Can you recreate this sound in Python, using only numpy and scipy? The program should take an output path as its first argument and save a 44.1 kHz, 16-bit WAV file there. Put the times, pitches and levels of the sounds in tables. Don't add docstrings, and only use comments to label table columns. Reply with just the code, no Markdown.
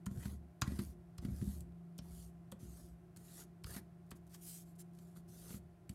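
import sys
import numpy as np
from scipy import signal
from scipy.fft import rfft, irfft, next_fast_len
from scipy.io import wavfile
from scipy.ndimage import uniform_filter1d, map_coordinates

SR = 44100
rng = np.random.default_rng(int(sys.argv[2]) if len(sys.argv) > 2 else 0)


def waveform_to_disk(signal):
    frames = np.transpose(np.atleast_2d(signal))
    scaled = np.clip(frames, -1, 1) * 32767
    samples = np.round(scaled).astype(np.int16)
    wavfile.write(sys.argv[1], SR, samples)


N = 261954
TIME = np.arange(N) / SR

# start_s, fastest_s, end_s, hiss_db, hiss_swell_db, rasp_db, rasp_swell_db, desk_rumble_db,
# boom_db (the deepest desk mode relative to the rest)
STROKE_MOVES = [ (0.101, 0.257, .39, -60, 12.5, -59, 20, -52, -10),
                (.635, 0.823, 0.955, -60, 9.5, -66, -6, -55.5, 1),
                (1.214, 1.52, 1.65, -60.5, 11.5, -70.5, 0.5, -52.5, -3),
                (2.017, 2.198, 2.323, -61.5, 13.5, -76.5, -3, -64, 6.5),
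                (2.595, 2.797, 2.97, -66.5, 1.5, -76, 1, -61, 3),
                (3.175, 3.406, 3.458, -55.5, 18.5, -60, 23, -64.5, -12),
                (3.659, 3.764, 3.81, -53.5, 7, -53.5, 11, -61.5, -11),
                (4.93, 4.997, 5.25, -74, 12, -80.5, 2, -76, -8),
                (5.155, 5.17, 5.215, -65.5, 12, -66.5, 16, -60, -7),
                (5.281, 5.555, 5.6, -57.5, 10.5, -62, 19, -63.5, -23),
                (5.902, 5.935, 6.15, -74.5, -4, -79, 7, -65, -13)]
# pitch_hz, ring_t60_s, level_db
DESK_MODES = [(64, .18, -12.5), (73.3, 0.89, -7), (104, .07, -1.5), (130, 0.11, -0.4), (175, 0.037, 1),
              (202.5, 0.078, 1.5), (233.4, .042, -0.5), (317, .06, -10.5), (387, .033, -18),
              (565, .028, -29)]
# frequency_hz, relative_level_db
HISS_SPECTRUM = [(1500, -27), (3500, -10), (5500, -7.5), (7000, -4.5), (8000, -4), (9300, -3),
                 (11500, -2.5), (13500, -6.5), (15500, -17)]
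# frequency_hz, relative_level_db
RASP_SPECTRUM = [(400, 5.5), (800, 0), (1400, 4), (2000, 0), (2600, -7.5), (3300, -5), (3900, -7.5),
                 (4500, -3), (5700, -17), (8000, -23)]

TOUCH_S, SWELL_SHAPE = 0.014, 1.09
CRAYON_BRAKE, HAND_BRAKE = 1.02, 2.65
HISS_POWER, RASP_POWER = 1.12, 1.8


def undb(db):
    return 10 ** (np.asarray(db) / 20)


def unit(x):
    return x / np.sqrt(np.mean(x ** 2) + 1e-30)


def strength(x, window_s=0.00072):
    power = uniform_filter1d(x ** 2, max(int(window_s * SR), 1))
    return x / np.sqrt(power.max())


def add(out, start, x):
    i = max(int(start * SR), 0)
    out[i:i + len(x)] += x[:max(N - i, 0)]


def colour(x, points):
    hz, db = np.transpose(points)
    size = next_fast_len(len(x) + 512)
    octave = np.log2(np.maximum(np.fft.rfftfreq(size, 1 / SR), .1))
    beyond = np.maximum(octave - np.log2(hz[-1]), 0)
    gain = undb(np.interp(octave, np.log2(hz), db) - 20 * beyond)
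    return irfft(rfft(x, size) * gain, size)[:len(x)]


def walk(rate):
    return unit(colour(rng.standard_normal(N), [(rate, 0), (4 * rate, -40), (16 * rate, -120)]))


def fan():
    # time_s, level_db
    hum_levels = [(0.0, -56.5), (0.43, -64), (1.26, -58), (1.47, -55.5), (1.87, -54.5), (2.98, -61.5),
                  (4.32, -60), (4.83, -57.5), (5.39, -58), (5.94, -69)]
    # pitch_hz, width_hz (rate of wavering; twice the rms pitch deviation), level_db
    tone_bands = [(329, 20, -81.5), (358.3, 13.1, -74.5), (613.6, 8, -83), (709, 5.6, -81),
                  (690.5, 5, -82.5), (808, 4.9, -87), (1022, 6.7, -91.5), (1075, 11, -91),
                  (1364, 10, -96.5)]
    # frequency_hz, relative_level_db
    drone_spectrum = [(25, -14), (45, -1.5), (70, 0.5), (140, 6.5), (220, -8.5), (280, -11), (360, 1),
                      (420, -13), (500, -18), (680, -14.5), (850, -22.5), (1100, -32.5)]
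    # frequency_hz, relative_level_db
    air_spectrum = [(500, -21), (880, -3), (1400, -2), (1900, -5.5), (2500, -9.5), (3300, -14),
                    (5000, -16.5), (7000, -18), (10000, -15.5), (13000, -17.5), (15000, -24.5)]
    hum_hz, hum_trim_db, drone_db, air_db = 170.9, 1.0, -63.5, -80

    s, db = np.transpose(hum_levels)
    hum_phase = 2 * np.pi * np.cumsum(hum_hz + 0.63 * walk(3.7)) / SR
    hum = np.sqrt(2) * np.sin(hum_phase) * undb(np.interp(TIME, s, db) + hum_trim_db)
    tones = np.zeros(N)
    for hz, width, level_db in tone_bands:
        phase = 2 * np.pi * np.cumsum(hz + width / 2 * walk(width)) / SR
        tones += undb(level_db) * np.sqrt(2) * np.cos(phase)
    drone = undb(drone_db) * unit(colour(rng.standard_normal(N), drone_spectrum))
    air = undb(air_db) * unit(colour(rng.standard_normal(N), air_spectrum))
    return hum + tones + drone + air


def ring(push, modes, detune, scatter_db=3.0):
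    t = TIME[:SR // 4]
    body = np.zeros(len(t))
    for hz, t60, db in modes:
        shift, swing = rng.standard_normal(2)
        decay = np.exp(-np.log(1000) * t / t60)
        body += undb(db + scatter_db * swing) * np.sin(2 * np.pi * hz * (1 + detune * shift) * t) * decay
    return signal.fftconvolve(push, body)[:len(push)]


def chatter(rise_s, fall_s, tail_db, tail_s):
    t = TIME[:SR // 8]
    decay = np.exp(-t / fall_s) + undb(tail_db) * np.exp(-t / tail_s)
    return rng.standard_normal(len(t)) * (1 - np.exp(-t / rise_s)) * decay


def graze(lead_s, fade_s=0.0023):
    t = TIME[:SR // 16]
    skim = rng.standard_normal(len(t)) * np.exp(-np.maximum(t - lead_s, 0) / fade_s)
    return strength(colour(skim, HISS_SPECTRUM))


def thud(hz):
    phase = 1.272 * hz * TIME[:SR // 4]
    push = np.sin(2 * np.pi * phase) * (phase < 1)
    return strength(ring(push, DESK_MODES, 0.015), 0.0043)


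def taps(thud_lag_s=0.0016, stick_db=-1, sheet_db=-5, graze_db=-29):
    # time_s, click_db, treble_db, knock_db, thud_db, thud_hz (scales the push rate),
    # sheet_hz, stick_hz (rings, before random detuning), lead_s (graze ahead of the click)
    touches = [ (.064, -51.5, -46.5, -44.5, -33.5, 122, 1100, 7000, .005),
               (.6186, -33.5, -35, -33.5, -33, 103, 1370, 6970, .0045),
               (1.183, -53, -54.5, -54, -40.5, 82, 1097, 5030, 0.0034),
               (1.6065, -67, -54, -65, -48.5, 119, 1495, 10000, 0.00094),
               (1.988, -51.5, -53, -51, -43, 120, 616, 5470, .008),
               (2.521, -54.5, -53, -46.5, -45.5, 148, 492, 3300, 0.0042),
               (3.163, -67, -64, -63, -62, 119, 1740, 4430, 0.0012),
               (3.172, -66, -56.5, -68, -57, 101, 1300, 7300, .003),
               (3.643, -48, -53.5, -49, -41.5, 84, 1400, 4650, 0.0048),
               (4.115, -56, -53, -45.5, -46, 199, 464, 3360, 0.0082),
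               (4.346, -57, -57, -60, -73, 151, 1780, 6350, .004),
               (4.9885, -70, -67, -73, -61, 154, 1400, 6330, 0.00095),
               (5.8943, -53.5, -48, -54.5, -39, 136, 400, 3080, 0.00096)]
    # frequency_hz, relative_level_db
    click_spectrum = [(1500, -15), (2400, -0.5), (2750, -4), (3100, 2.5), (3550, -5.5), (4200, 1),
                      (5000, -3.5), (5700, -11.5), (6400, -6)]
    knock_spectrum = [(250, 7), (450, 0), (700, -19.5), (1050, 1), (1400, -1), (1800, -5), (2300, -15.5)]
    tick_spectrum = [(4000, -20.5), (5700, -19.5), (6700, -3.5), (8200, 5), (9500, -1.5), (12000, -4.5),
                     (15500, -12)]

    out = np.zeros(N)
    for s, click_db, treble_db, knock_db, thud_db, thud_hz, sheet_hz, stick_hz, lead_s in touches:
        contact = chatter(rise_s=.0002, fall_s=0.0024, tail_db=-12.5, tail_s=0.0096)
        slap = chatter(rise_s=.0004, fall_s=0.0032, tail_db=-12.5, tail_s=0.013)
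        crackle = chatter(rise_s=.0001, fall_s=0.0013, tail_db=-13, tail_s=0.0094)
        stick = strength(ring(crackle, [(stick_hz, .004, 0)], 0.0045))
        click = strength(colour(contact, click_spectrum)) + undb(stick_db) * stick
        sheet = strength(ring(contact, [(sheet_hz, 14 / sheet_hz, 0)], .01))
        knock = strength(colour(slap, knock_spectrum)) + undb(sheet_db) * sheet
        tick = strength(colour(crackle, tick_spectrum))
        add(out, s - lead_s, undb(.5 * treble_db + graze_db) * graze(lead_s))
        add(out, s, undb(click_db) * click + undb(treble_db) * tick + undb(knock_db) * strength(knock))
        add(out, s + thud_lag_s, undb(thud_db) * thud(thud_hz))
    return out


def slips(rate, spread_db):
    happens = rng.random(N) < rate / SR
    size = undb(spread_db * np.clip(rng.standard_normal(N), -2, 2))
    return unit(happens * rng.choice([-1, 1], N) * size)


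def wander(x, spread_db, patch_hz, patch_s):
    hz, s, bins = signal.stft(x, SR, nperseg=512)
    field = rng.standard_normal((256, 512))
    place = np.meshgrid(hz / patch_hz, s / patch_s, indexing="ij")
    gain = undb(spread_db * map_coordinates(field, place, order=2, mode="mirror"))
    return unit(signal.istft(bins * gain, SR)[1][:N])


def sweep(moves, brake, power):
    gain = np.zeros(N)
    for start, fastest, end, db, swell_db in moves:
        contact = np.clip((TIME - start) / TOUCH_S + .5, 0, 1)
        swell = undb(-swell_db * np.interp(TIME, [start, fastest], [1, 0]) ** SWELL_SHAPE)
        speed = 1 - np.interp(TIME, [fastest, end], [0, 1]) ** brake
        gain += undb(db) * contact * swell * speed ** power
    return gain


def friction(moves, brake):
    hiss = [(start, fastest, end, db, swell) for start, fastest, end, db, swell, *_ in moves]
    rasp = [(start, fastest, end, db, swell) for start, fastest, end, _, _, db, swell, *_ in moves]
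    return sweep(hiss, brake, HISS_POWER), sweep(rasp, brake, RASP_POWER)


def pressure(start, length_s):
    ease_db, release_s = 5, 0.072
    t = TIME - start
    eased = undb(-ease_db * np.clip(t / length_s, 0, 1) ** 2)
    return np.clip(t / TOUCH_S, 0, 1) * eased * np.exp(-np.maximum(t - length_s, 0) / release_s)


def rubbing(hiss_db=-1.46, rasp_db=-2.5, rumble_db=-0.5):
    grip = walk(37)
    fibres = colour(slips(rate=16000, spread_db=4.0), HISS_SPECTRUM)
    grit = colour(slips(rate=4500, spread_db=4), RASP_SPECTRUM)
    hiss_gain, rasp_gain = friction(STROKE_MOVES, CRAYON_BRAKE)
    hiss = wander(fibres, spread_db=3.6, patch_hz=353, patch_s=0.055)
    hiss = hiss * undb(hiss_db + 0.7 * grip) * hiss_gain
    rasp = wander(grit, spread_db=5.0, patch_hz=204, patch_s=0.027)
    rasp = rasp * undb(rasp_db + 2.4 * grip) * rasp_gain

    relief_spectrum = [(45, -9.5), (70, 2.5), (130, 1.5), (300, -2.0), (700, 2.5)]
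    relief = colour(slips(rate=280, spread_db=2.0), relief_spectrum)
    boom = unit(ring(relief, [(64, .2, 0)], .01))
    desk = unit(ring(relief, DESK_MODES, 0.012))
    rumble = np.zeros(N)
    for start, _, end, *_, db, boom_db in STROKE_MOVES:
        shaken = desk + undb(boom_db) * boom
        rumble += shaken * undb(rumble_db + db) * pressure(start, end - start)
    return hiss + rasp + rumble


def scratches(per_s=170, scratch_db=-9, ring_s=0.0007):
    decay = np.exp(-TIME[:SR // 64] / ring_s)
    snags = signal.fftconvolve(np.abs(slips(rate=per_s, spread_db=2.5)), decay)[:N]
    hiss_gain, _ = friction(STROKE_MOVES, CRAYON_BRAKE)
    return undb(scratch_db) * unit(colour(snags * rng.standard_normal(N), HISS_SPECTRUM)) * hiss_gain


def ridges(body_db=-3, scrape_db=-1, bright_db=-5):
    # time_s, thud_db, scuff_db, thud_hz (scales the push rate)
    bumps = [(0.113, -36.5, -61.5, 170), (0.173, -33.5, -62.5, 89), (0.255, -31, -50.5, 130),
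             (0.327, -43.5, -75, 203), (0.642, -46, -68, 80), (0.676, -28, -51, 144),
             (0.719, -31.5, -58, 213), (0.79, -29, -47.5, 217), (0.799, -35.5, -56, 235),
             (1.249, -30.5, -52.5, 205), (1.284, -31, -76, 130), (1.317, -31, -79, 79),
             (1.413, -30, -58, 105), (1.424, -30.5, -62, 212), (1.473, -29, -61, 122),
             (2.628, -40, -72, 160.4), (3.763, -37, -49, 216), (5.169, -48, -74, 156),
             (5.504, -42.5, -56.5, 167), (5.541, -36.5, -61, 146)]
    out = np.zeros(N)
    for s, thud_db, scuff_db, hz in bumps:
        catch = chatter(rise_s=0.00047, fall_s=0.004, tail_db=-6.5, tail_s=.013)
        bright = undb(bright_db) * strength(colour(catch, HISS_SPECTRUM))
        scuff = strength(colour(catch, RASP_SPECTRUM)) + bright
        add(out, s, undb(thud_db + body_db) * thud(hz))
        add(out, s, undb(scuff_db + scrape_db) * scuff)
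    return out


def crinkle():
    start, end = 3.97, 5.16
    per_s, level_db = 23, -87
    decay = np.exp(-TIME[:SR // 16] / 0.007)
    ticks = signal.fftconvolve(np.abs(slips(rate=per_s, spread_db=3)), decay)[:N]
    paper = unit(colour(rng.standard_normal(N), HISS_SPECTRUM))
    return undb(level_db) * unit(ticks) * paper * (TIME > start) * (TIME < end)


def brushing(hiss_db=-1.2, rasp_db=-5):
    # start_s, fastest_s, end_s, hiss_db, hiss_swell_db, rasp_db, rasp_swell_db
    hand_moves = [ (4.151, 4.161, 4.18, -69, 14, -79, 10), (4.295, 4.347, 4.368, -63, 13, -62, 19),
                  (4.355, 4.41, 4.45, -72, 1, -80, 1), (4.415, 4.48, 4.648, -53.3, 10, -68.5, 10),
                  (4.652, 4.665, 4.75, -74.5, 3, -83, 2), (4.78, 4.797, 4.83, -57.5, 18, -69, 12)]
    skin_spectrum = [(1500, -21), (3500, -7.5), (6000, -3.5), (7500, -0.5), (9000, 0.5), (11500, 1.5),
                     (13500, -1.5), (15500, -11)]
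    rasp_spectrum = [(700, -9), (1600, 0), (3500, -7.0), (5500, -0.5)]
    hiss_gain, rasp_gain = friction(hand_moves, HAND_BRAKE)
    skin = colour(slips(rate=25000, spread_db=8.0), skin_spectrum)
    hiss = wander(skin, spread_db=3.0, patch_hz=395, patch_s=0.065) * undb(hiss_db) * hiss_gain
    rasp = unit(colour(rng.standard_normal(N), rasp_spectrum)) * undb(rasp_db) * rasp_gain
    return hiss + rasp


def walls(x, t60=0.23, wet_db=-17):
    t = TIME[:SR // 3]
    tail = colour(rng.standard_normal(len(t)), [(90, -2.5), (330, 8.0), (3000, -4.0), (12000, -10)])
    tail = tail * np.exp(-np.log(1000) * t / t60) * (t > .005)
    return x + undb(wet_db) * signal.fftconvolve(x, tail / np.linalg.norm(tail))[:N]


def scene():
    crayon = taps() + rubbing() + scratches() + ridges()
    hands = crinkle() + brushing()
    return (walls(crayon + hands) + fan())[None]


def record(dry):
    low_hz, top_hz = 47, 15800
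    thin = signal.sosfilt(signal.butter(4, low_hz, "high", fs=SR, output="sos"), dry)
    return signal.sosfilt(signal.ellip(10, .2, 70, top_hz, fs=SR, output="sos"), thin)


dry = scene()
out = record(dry)
waveform_to_disk(out)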